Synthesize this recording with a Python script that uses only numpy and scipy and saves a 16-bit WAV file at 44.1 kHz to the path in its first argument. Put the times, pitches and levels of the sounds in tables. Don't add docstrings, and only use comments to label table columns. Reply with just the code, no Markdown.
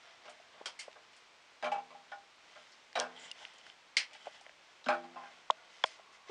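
import sys
import numpy as np
from scipy import signal
from scipy.fft import rfft, irfft
from scipy.io import wavfile

SR = 44100
rng = np.random.default_rng(int(sys.argv[2]) if len(sys.argv) > 2 else 0)


def wav_out(sig):
    wavfile.write(sys.argv[1], SR, np.round(np.clip(np.atleast_2d(sig).T, -1, 1) * 32767).astype(np.int16))


def decibels_to_gain(level_db):
    exponent = np.asarray(level_db, float) / 20
    return 10 ** exponent


N = 278138

# middle_s, length_s, level_db, brightness_db
STROKES = [(0.076, 0.19, -58.5, 2), (0.285, 0.95, -64, 0.5), (0.603, 0.17, -63.5, -6),
           (0.826, 0.3, -64.5, -0.5), (1.18, 0.43, -68, 6), (1.88, 0.43, -74, -2), (2.1, 0.32, -69, 0),
           (2.567, 0.48, -59.5, 7.5), (2.71, 0.48, -66, 18), (3.12, 0.25, -59.5, -4), (3.247, 0.25, -52, 7),
           (3.426, 0.26, -52.5, 7), (3.675, 0.16, -57.5, 6), (4.162, 0.046, -65, -3),
           (4.243, 0.21, -60, 14), (4.347, 0.13, -56, 10), (4.476, 0.18, -67, 12), (4.703, 0.36, -65.5, 9),
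           (5.143, 0.97, -69, -8.5), (5.226, 0.29, -68, -15), (5.31, 0.44, -61, 7), (5.601, 0.3, -65.5, -2),
           (5.76, 0.23, -58, 10), (5.893, 0.23, -53, 12), (5.996, 0.038, -61.5, -7.5),
           (6.146, 0.073, -57.5, 11), (6.31, 0.12, -52, 4)]
# frequency_hz, density_db (per Hz)
DULL_RUB = [(88, -69), (150, -29.5), (757, 5.5), (885, -6), (1070, 0.5), (1740, -7), (2200, -4.5),
            (2860, -41.5), (4840, -120)]
# frequency_hz, density_db (per Hz)
BRIGHT_RUB = [(880, -50.5), (1500, -2.5), (1820, -8.5), (1990, 0), (2400, -6.5), (2630, -5), (3170, -3.5),
              (3790, -7), (4950, -14), (6000, -14.5), (7800, -64), (13200, -120)]
# frequency_hz, density_db (per Hz)
SQUEAKY_RUB = [(2940, -27), (5000, 1.5), (6210, -2.5), (7320, -7.5), (8060, -15), (10500, -10),
               (13600, -79), (22000, -120)]
# start_s, peak_db, main_ring_db, hardness_db, low_ring_db (last three relative)
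DROPS = [(0.247, -44.5, -7.5, -17, 7), (0.279, -39, -28, -14, -6), (0.539, -48, -12, -13, 4),
         (0.956, -42.5, -18, -32, 1), (1.6255, -24.5, -3.5, -16, -3), (1.642, -28, -12, -9, -1),
         (1.6575, -24.5, -11, -20, -4), (1.678, -35.5, -1, -18, -2), (1.7168, -27, 2, -15.5, -4),
         (1.758, -38, 1, -20, -3), (1.905, -44, -13, -10, 4), (1.946, -48.5, 2.5, -20, -4),
         (2.117, -36.5, -1.5, -13, -18), (2.558, -42, -17, -21, -4), (2.9548, -20.5, -4.5, -15, -1),
         (2.9645, -20.5, -12, -19, -5), (3.005, -23, -13, -15, 2), (3.038, -34.5, -27, -14, -2),
         (3.404, -47, -5.5, -14, -6), (4.11, -48, -14, -2, -12), (4.15, -60.5, -24, 12.5, -2),
         (4.25, -54, 0, -4, -6), (4.8612, -27, -28, -14, -4), (4.8862, -16.5, -7, -17, -12),
         (4.903, -24.5, 0.5, -19, -14), (4.928, -26.5, -30, -21, -10), (5.038, -43.5, 0, -9, -13),
         (5.16, -45, -4, -18, -4), (5.168, -42, -2, -20, -11), (5.232, -46.5, -1, -12, -12),
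         (1.65, -33, -10, -10, -6), (1.743, -38.5, 0, -15, -2), (1.782, -41, 0, -14, -1),
         (2.985, -27, -11, -16, 8.5), (3.058, -39, -20, -14, 1), (4.87, -43, -24, -16, 3),
         (4.945, -30.5, -15, -20, -3), (4.97, -38, -9, -15, -2), (1.731, -35.5, 2.5, -15, -6),
         (5.205, -51.5, -4, -19, -13)]
# start_s, boom_db
THUMPS = [(0.538, -59.5), (1.628, -38), (1.645, -58), (1.906, -63.5), (2.954, -40), (3.006, -52),
          (3.04, -67), (4.862, -33.5), (4.884, -34.5), (4.927, -49), (5.041, -51), (5.159, -62),
          (2.57, -66), (.27, -64)]
# pitch_hz, level_db, t60_s
POT_MODES = [(174, -13, 0.85), (241.7, 2, 0.21), (250, -2, 0.71), (346.4, -11, 0.73), (455.5, -18.5, 0.64),
             (514.3, -6.5, 0.18), (607, -3.5, 0.18), (690, -4.5, 0.2), (730, -6.5, 0.14),
             (802.3, 8.5, 0.18), (828, 5, 0.11), (866, -11.5, 0.2), (1055, -0.5, 0.15),
             (1122, -17.5, 0.093), (1226, 2, 0.048), (1327, -8.5, 0.085), (1412, -4, 0.15),
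             (1530, -8, 0.13), (1588, -4, 0.24), (1876, -12, 0.28), (1990, -6, 0.13), (2217, -12.5, 0.27),
             (2293, -2, 0.1), (2640, 0, 0.074), (2860, -22, 0.12), (3200, -3.5, .05), (3170, -7, 0.072),
             (3900, 3.5, 0.018), (4556, -14.5, .06), (4870, -7, 0.073), (5900, -14, 0.047)]
# start_s, peak_db, body_db (400-1600 Hz), edge_db (4020-5850 Hz), top_db (6000-11000 Hz)
SNAPS = [(0.2544, -45, 4.5, -9, -20), (0.295, -46, -17, -10, 0.5), (0.6576, -32, 0, -0.5, -3.5),
         (0.663, -43, 0, -10, -11), (0.79, -45, -24, -3, 4), (0.7925, -43, -22, 0, 3.5),
         (0.795, -39, -20, 1, 0), (0.798, -40, -20, -11, 3), (0.8015, -43, -18, -15, -2),
         (0.806, -40, -20, -14, -8), (0.829, -47, -20, -9, -6), (1.1313, -49.5, -11, -13, -14),
         (0.9263, -53, -23, -19, -22), (1.1644, -60, -7, 5, 9), (1.7172, -57, -10, 5, 4),
         (1.7235, -60, -10, 5, 6), (1.645, -57, -10, 9, 0), (2.956, -46, -10, 5, 0),
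         (3.004, -50, -10, 9, 4), (3.016, -54, -10, 9, 4), (2.7194, -64.5, -13, 14, -17),
         (3.5344, -54, 6.5, -3, -2), (3.586, -50.5, 1, -6, -10), (3.6648, -47, -8, -24, -11),
         (3.968, -15.5, -19, -6, -11), (3.9915, -39, -14, 0, -14), (3.9775, -34, -14, -11, -14),
         (4.0042, -36, -17, -12, -14), (4.0297, -38, -20, -12, -20), (4.132, -42.5, -22, -8, -9),
         (4.2578, -45.5, 4.5, -23, -12), (4.409, -56.5, 3, -4, 4), (4.8423, -53, -15, 1, -11),
         (5.8577, -42.5, -9, 0.5, 0)]
# start_s,
# peak_db, pitch_hz, width_hz, after_ring_db (relative)
POPS = [(.397, -51, 670, 70, -30), (.612, -36, 520, 400, -14), (.613, -42, 710, 200, -8),
        (.8798, -37.5, 620, 170, -7.5), (4.2695, -31.5, 690, 170, -12), (4.4644, -40.5, 2030, 500, -16),
        (5.5007, -13, 1015, 205, -17), (5.501, -27, 600, 200, -43), (5.8405, -20, 700, 250, -40),
        (5.8413, -36, 1410, 120, -40), (3.9685, -21, 2160, 200, -60), (3.9688, -36, 8300, 500, -40),
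        (3.3142, -47, 9370, 300, -40), (5.5075, -36, 750, 200, -40), (5.995, -50, 700, 150, -40),
        (4.2745, -39, 600, 110, -30), (4.153, -48, 820, 120, -30), (4.411, -51, 800, 100, -30),
        (4.4648, -50, 650, 200, -30), (4.4945, -52, 650, 200, -30), (5.8402, -19, 1040, 240, -12),
        (6.2914, -38, 404, 37, -40), (6.293, -51, 840, 65, -40), (6.295, -54, 1250, 50, -40)]
# start_s, peak_db, pitch_hz, width_hz, edge_db (relative)
TICKS = [(0.9143, -49, 2500, 900, -8), (.929, -46.5, 2800, 900, -5.5), (2.9295, -42, 1900, 900, -6),
         (2.992, -30, 5440, 900, -8), (2.999, -29, 8450, 600, -45), (2.9994, -27.5, 3300, 450, 3),
         (3.1632, -45.5, 3180, 300, -14), (3.3125, -38.5, 2850, 90, -40), (3.314, -36, 3300, 700, -2),
         (3.3142, -46, 7200, 600, -40), (3.4513, -33, 2930, 600, -28), (3.584, -49, 6760, 900, -10),
         (3.613, -47, 3070, 500, -20), (3.666, -49, 4900, 700, -10), (3.6996, -40, 3070, 500, -14),
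         (4.256, -46, 1510, 600, -5), (4.411, -54, 5940, 700, 3), (4.494, -41.5, 1960, 700, -22),
         (5.5012, -33, 2000, 250, -31), (5.5068, -20.5, 3370, 564, -14), (5.5064, -34, 6650, 600, -30),
         (5.8385, -17, 3306, 247, -15), (5.839, -48, 7300, 350, -29), (5.839, -36, 4250, 400, -30),
         (5.842, -37, 2620, 250, -30), (3.4514, -41, 1900, 400, -30), (3.6996, -49, 1650, 500, -30),
         (3.666, -45, 1500, 400, -30), (3.314, -40, 5130, 500, -30), (4.4641, -47, 3000, 400, -30),
         (3.2137, -55, 3200, 400, -14), (3.2424, -50, 3100, 400, -14), (3.3898, -49, 3055, 400, -14),
         (3.4182, -45, 3200, 400, -14), (3.49, -54, 3100, 400, -14), (3.5589, -54, 3100, 400, -14),
         (3.6432, -58, 3100, 400, -14), (5.838, -22.5, 1660, 260, -41), (5.8384, -32, 5020, 300, -40),
         (5.84, -24, 2220, 298, -43)]
# pitch_hz, level_db, t60_s
SHELL_MODES = [(636, -10, 0.11), (548, -10.5, 0.027), (794, -5, .025), (1060, -5, 0.032),
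               (1410, -10.5, 0.023)]
# start_s, peak_db, pitch_hz, t60_s
KNOCKS = [(0.658, -28.5, 3250, 0.009), (0.659, -38.5, 1410, 0.031), (0.791, -41, 2150, 0.036),
          (1.619, -55, 4000, .012), (1.722, -46.5, 2300, 0.17), (4.8425, -42, 3850, .008),
          (4.8615, -40, 1500, .04), (4.862, -48, 5150, .015), (4.861, -42, 3200, .012),
          (4.886, -35, 3950, .01), (4.887, -38, 5000, .012), (4.928, -35, 1450, .06),
          (4.887, -33, 1550, 0.096), (4.905, -37.5, 1380, 0.11), (2.12, -49.5, 1800, .05),
          (5.167, -43, 800, 0.08), (5.234, -52, 1600, .12), (3.9715, -23, 4220, 0.012),
          (4.028, -40, 2100, .015), (1.645, -34.5, 2340, 0.052), (1.719, -47, 6100, 0.005),
          (1.742, -43, 800, .03), (1.753, -41, 790, .03), (1.762, -38, 810, .025), (1.783, -47, 800, .04),
          (1.724, -48, 7300, .004), (1.722, -42, 2900, .03), (1.74, -46, 2600, .05),
          (1.718, -35, 2670, 0.02), (1.67, -41, 1330, 0.04), (2.119, -46.5, 1448, 0.15),
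          (2.12, -56, 5160, .02), (2.954, -35, 3900, 0.036), (2.974, -40, 3850, .03),
          (2.957, -41, 5750, .008), (2.964, -42, 4900, .01), (2.96, -33, 2350, .03),
          (2.958, -36, 3100, .02), (3.022, -52, 5200, .03), (3.036, -38, 1450, .03),
          (3.9685, -23, 2160, 0.016), (3.9678, -22.5, 4800, 0.015), (4.886, -22, 2400, 0.0093),
          (4.9, -43.5, 345.5, 0.63), (5.166, -43, 1040, 0.1), (5.208, -49, 1030, .08),
          (5.16, -47.5, 690, 0.12), (5.162, -56, 2640, 0.097), (5.237, -51, 2500, 0.033),
          (5.582, -54, 1410, 0.081)]
# middle_s, length_s, level_db
DRAGS = [(3.178, 0.087, -57), (3.25, 0.2, -58), (3.285, .05, -60), (3.425, 0.097, -59), (3.566, 0.21, -64),
         (3.685, 0.16, -63), (4.14, 0.12, -63), (4.254, 0.21, -62), (4.37, 0.15, -62.5)]
# pitch_hz, level_db, t60_s
DRAG_MODES = [(883, -3, 0.05), (2030, 4, 0.02), (3070, 5, 0.025), (3300, 2, 0.03), (5170, -7, .008),
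              (7300, -3, 0.0046)]
# middle_s, length_s, level_db
SQUEAK = (3.235, .14, -63)
# time_s, level_db
SIMMER = [
    (5.75, -91),
    (5.9, -76),
    (6.1, -67),
    (6.3, -71.5),
]
# frequency_hz, t60_s
KITCHEN_T60 = [(300, 0.16), (800, 0.22), (2100, 0.19), (5500, 0.15), (10000, 0.14)]
# frequency_hz, density_db (per Hz)
HISS = [(12, -51.5), (20, -16.5), (72, -15), (262, -8.5), (518, -3.5), (747, -3.5), (830, 0), (1780, -2.5),
        (2190, -1.5), (3340, -4.5), (5640, -10.5), (7930, -18), (9530, -27.5), (10600, -35), (13800, -58.5),
        (22000, -120)]


def at_hz(points, hz):
    point_hz, value = np.array(points).T
    return np.interp(np.log(hz), np.log(point_hz), value)


def rms_one(x):
    return x / np.sqrt(np.mean(x ** 2) + 1e-20)


def band(x, low_hz, high_hz):
    return signal.sosfilt(signal.butter(2, [low_hz, high_hz], "band", fs=SR, output="sos"), x)


def clicks(times_s, sizes):
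    out = np.full(N, 1e-18)
    places = np.round(np.asarray(times_s) * SR).astype(int)
    np.add.at(out, np.minimum(places, N - 1), sizes)
    return out


def ring(x, hz, t60):
    decay = decibels_to_gain(-60 / (t60 * SR))
    angle = 2 * np.pi * hz / SR
    return signal.lfilter([0, np.sin(angle)], [1, -2 * decay * np.cos(angle), decay ** 2], x)


def coloured(white, spectrum):
    hz = np.maximum(np.fft.rfftfreq(N, 1 / SR), 1)
    return rms_one(irfft(rfft(white) * decibels_to_gain(at_hz(spectrum, hz)), N))


def kitchen(x, wet_db):
    t = np.arange(SR // 2) / SR
    edges_hz = 100 * 2 ** np.arange(0, 7.6, .5)
    white = rng.standard_normal((2, len(t)))
    tail = np.zeros(len(t))
    for k, (low, high) in enumerate(zip(edges_hz, edges_hz[1:])):
        t60 = at_hz(KITCHEN_T60, np.sqrt(low * high))
        tail += band(white[k % 2], low, high) * decibels_to_gain(-60 * t / t60)
    tail *= 1 - np.exp(-t / 0.00058)
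    return x + decibels_to_gain(wet_db) * signal.fftconvolve(x, tail)[:N]


def strokes(middle_s, length_s, level_db):
    roundness = 1.9
    t = np.arange(0, N + 64, 64)[:, None] / SR
    swell = np.clip(1 - (2 * (t - middle_s) / length_s) ** 2, 0, 1) ** roundness
    gain = np.sqrt(np.sum((swell * decibels_to_gain(level_db)) ** 2, axis=1))
    return np.interp(np.arange(N) / SR, t[:, 0], gain)


def rubbing():
    middle_s, length_s, level_db, bright_db = np.transpose(STROKES)
    hold_db = -75.5
    slips = rng.random((3, N)) < 2000 / SR
    grains = slips * decibels_to_gain(3 * rng.exponential(1, (3, N)).clip(0, 4))
    grains = grains * rng.choice([-1, 1], (3, N))
    # spectrum, trim dB, dB of level per dB of brightness
    shares = [(DULL_RUB, 0, -0.95), (BRIGHT_RUB, 0, 0), (SQUEAKY_RUB, -12, 0.52)]
    layers = 0
    for grain, (spectrum, trim_db, follows) in zip(grains, shares):
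        gain = decibels_to_gain(hold_db) + strokes(middle_s, length_s, level_db + follows * bright_db)
        layers = layers + decibels_to_gain(trim_db) * gain * coloured(grain, spectrum)
    return decibels_to_gain(-6.0) * kitchen(layers, -35.0)


def pot():
    start_s, peak_db, main_db, hard_db, low_db = np.transpose(DROPS)
    wall_db = -8 - 0.036 * (peak_db - peak_db.mean())
    contact = np.exp(-np.arange(SR // 20) / SR / 0.0027)
    rattle = rng.standard_normal(N)

    def contact_noise(relative_db):
        return signal.fftconvolve(clicks(start_s, decibels_to_gain(peak_db + relative_db)), contact)[:N] * rattle

    plop, wall, hard = contact_noise(0), contact_noise(wall_db), contact_noise(hard_db)
    clatter = decibels_to_gain(8.5) * band(hard, 1410, 3100) + decibels_to_gain(-8.0) * band(hard, 4300, 4630)
    clatter += decibels_to_gain(11.5) * band(wall, 850, 1723) + decibels_to_gain(-1.0) * band(plop, 610, 890)

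    slosh_hz, slosh_share = 90, 0.24
    waves = rms_one(ring(rattle, slosh_hz / 2, 1 / slosh_hz))
    chance = rng.standard_normal((60, 2, len(POT_MODES)))
    rings = 0
    for k, (hz, level_db, t60) in enumerate(POT_MODES):
        if hz < 400:
            when_s, blow_db = np.transpose(THUMPS)
        else:
            when_s = start_s
            if hz < 560:
                group_db = low_db
            elif hz < 760:
                group_db = 0
            elif hz < 900:
                group_db = main_db
            elif hz < 1700:
                group_db = wall_db
            else:
                group_db = hard_db
            blow_db = peak_db + group_db
        level_chance, delay_chance = chance[:len(when_s), :, k].T
        size = decibels_to_gain(blow_db + level_db - 14.5 + 2.5 * level_chance)
        blows = clicks(when_s + 0.001965 * np.abs(delay_chance), size * (-1) ** k)
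        soft = ring(blows, hz, 10.96 / hz) * hz / SR * 2.23
        mode = ring(soft, hz, t60)
        if hz >= 400:
            slosh = np.roll(waves, k * SR // 9)
            mode = mode * decibels_to_gain(-2) * (1 - slosh_share + slosh_share * slosh)
        rings = rings + mode
    return kitchen(clatter, -23.0) + kitchen(rings, -33.5) * decibels_to_gain(0.5)


def snaps():
    start_s, peak_db, body_db, edge_db, top_db = np.transpose(SNAPS)
    bands = [(body_db, -3, 400, 1600), (0, 0, 1803, 3478), (edge_db, 3, 4020, 5850), (top_db, 2, 6000, 11000)]
    out, sign = 0, 1
    for rel_db, trim_db, low, high in bands:
        sign = -sign
        size = sign * decibels_to_gain(peak_db + rel_db + trim_db) * SR / 2 / (high - low)
        crack = band(clicks(start_s + .0006, size), low, high)
        out = out + band(crack, 0.8 * low, 1.59 * high)
    room = kitchen(out, -24.0) - out
    return decibels_to_gain(-5.5) * out + decibels_to_gain(0.5) * room


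def shell():
    out = np.zeros(N + SR)
    t = np.arange(SR // 20) / SR
    for start_s, peak_db, hz, width_hz, _ in TICKS + POPS:
        swell = np.pi * width_hz * t
        envelope = swell ** 2 * np.exp(2 - 2 * swell)
        out[round(start_s * SR):][:len(t)] += decibels_to_gain(peak_db) * envelope * np.sin(2 * np.pi * hz * t)
    for start_s, peak_db, _, _, edge_db in TICKS:
        noise = rng.standard_normal(len(t))
        edge = band(noise * np.exp(-t / 0.0014), 3830, 6160)
        out[round(start_s * SR):][:len(t)] += decibels_to_gain(peak_db + edge_db + 6.5) * edge
    start_s, peak_db, _, _, ring_db = np.transpose(POPS)
    blows = clicks(start_s + 0.00386, decibels_to_gain(peak_db + ring_db))
    body = sum(decibels_to_gain(level_db) * ring(blows, hz, t60) for hz, level_db, t60 in SHELL_MODES)
    return band(out[:N] + body, 300, 15000)


def knocks():
    rings = sum(ring(clicks([start_s], decibels_to_gain(peak_db)), hz, t60) for start_s, peak_db, hz, t60 in KNOCKS)
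    return kitchen(band(rings, 260, 9000), -26.5)


def drag():
    sizes = rng.standard_normal(N) * decibels_to_gain(2.7 * rng.exponential(1, N).clip(0, 4))
    slips = sizes * (rng.random(N) < 2500 / SR)
    body = rms_one(sum(decibels_to_gain(level_db) * ring(slips, hz, t60) for hz, level_db, t60 in DRAG_MODES))
    squeak = rms_one(band(ring(slips, hz=7100, t60=0.003), 6600, 8800))
    return strokes(*np.transpose(DRAGS)) * body + strokes(*SQUEAK) * squeak


def simmer():
    time_s, level_db = np.transpose(SIMMER)
    gain = decibels_to_gain(np.interp(np.arange(N) / SR, time_s, level_db))
    return gain * rms_one(ring(rng.standard_normal(N), hz=1105, t60=0.046))


def scene():
    return (rubbing() + pot() + snaps() + shell() + knocks() + drag() + simmer())[None]


def roll_off(x):
    return signal.sosfilt(signal.butter(12, 15720, fs=SR, output="sos"), x)


def record(dry):
    sound = signal.sosfilt(signal.butter(2, 140, "high", fs=SR, output="sos"), dry)
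    sound = signal.sosfilt(signal.butter(16, 9370, fs=SR, output="sos"), sound)
    hiss = decibels_to_gain(-62.5) * coloured(rng.standard_normal(N), HISS)
    converter = decibels_to_gain(-94.5) * rng.standard_normal(N)
    return roll_off(sound + hiss + converter)


dry = scene()
out = record(dry)
wav_out(out)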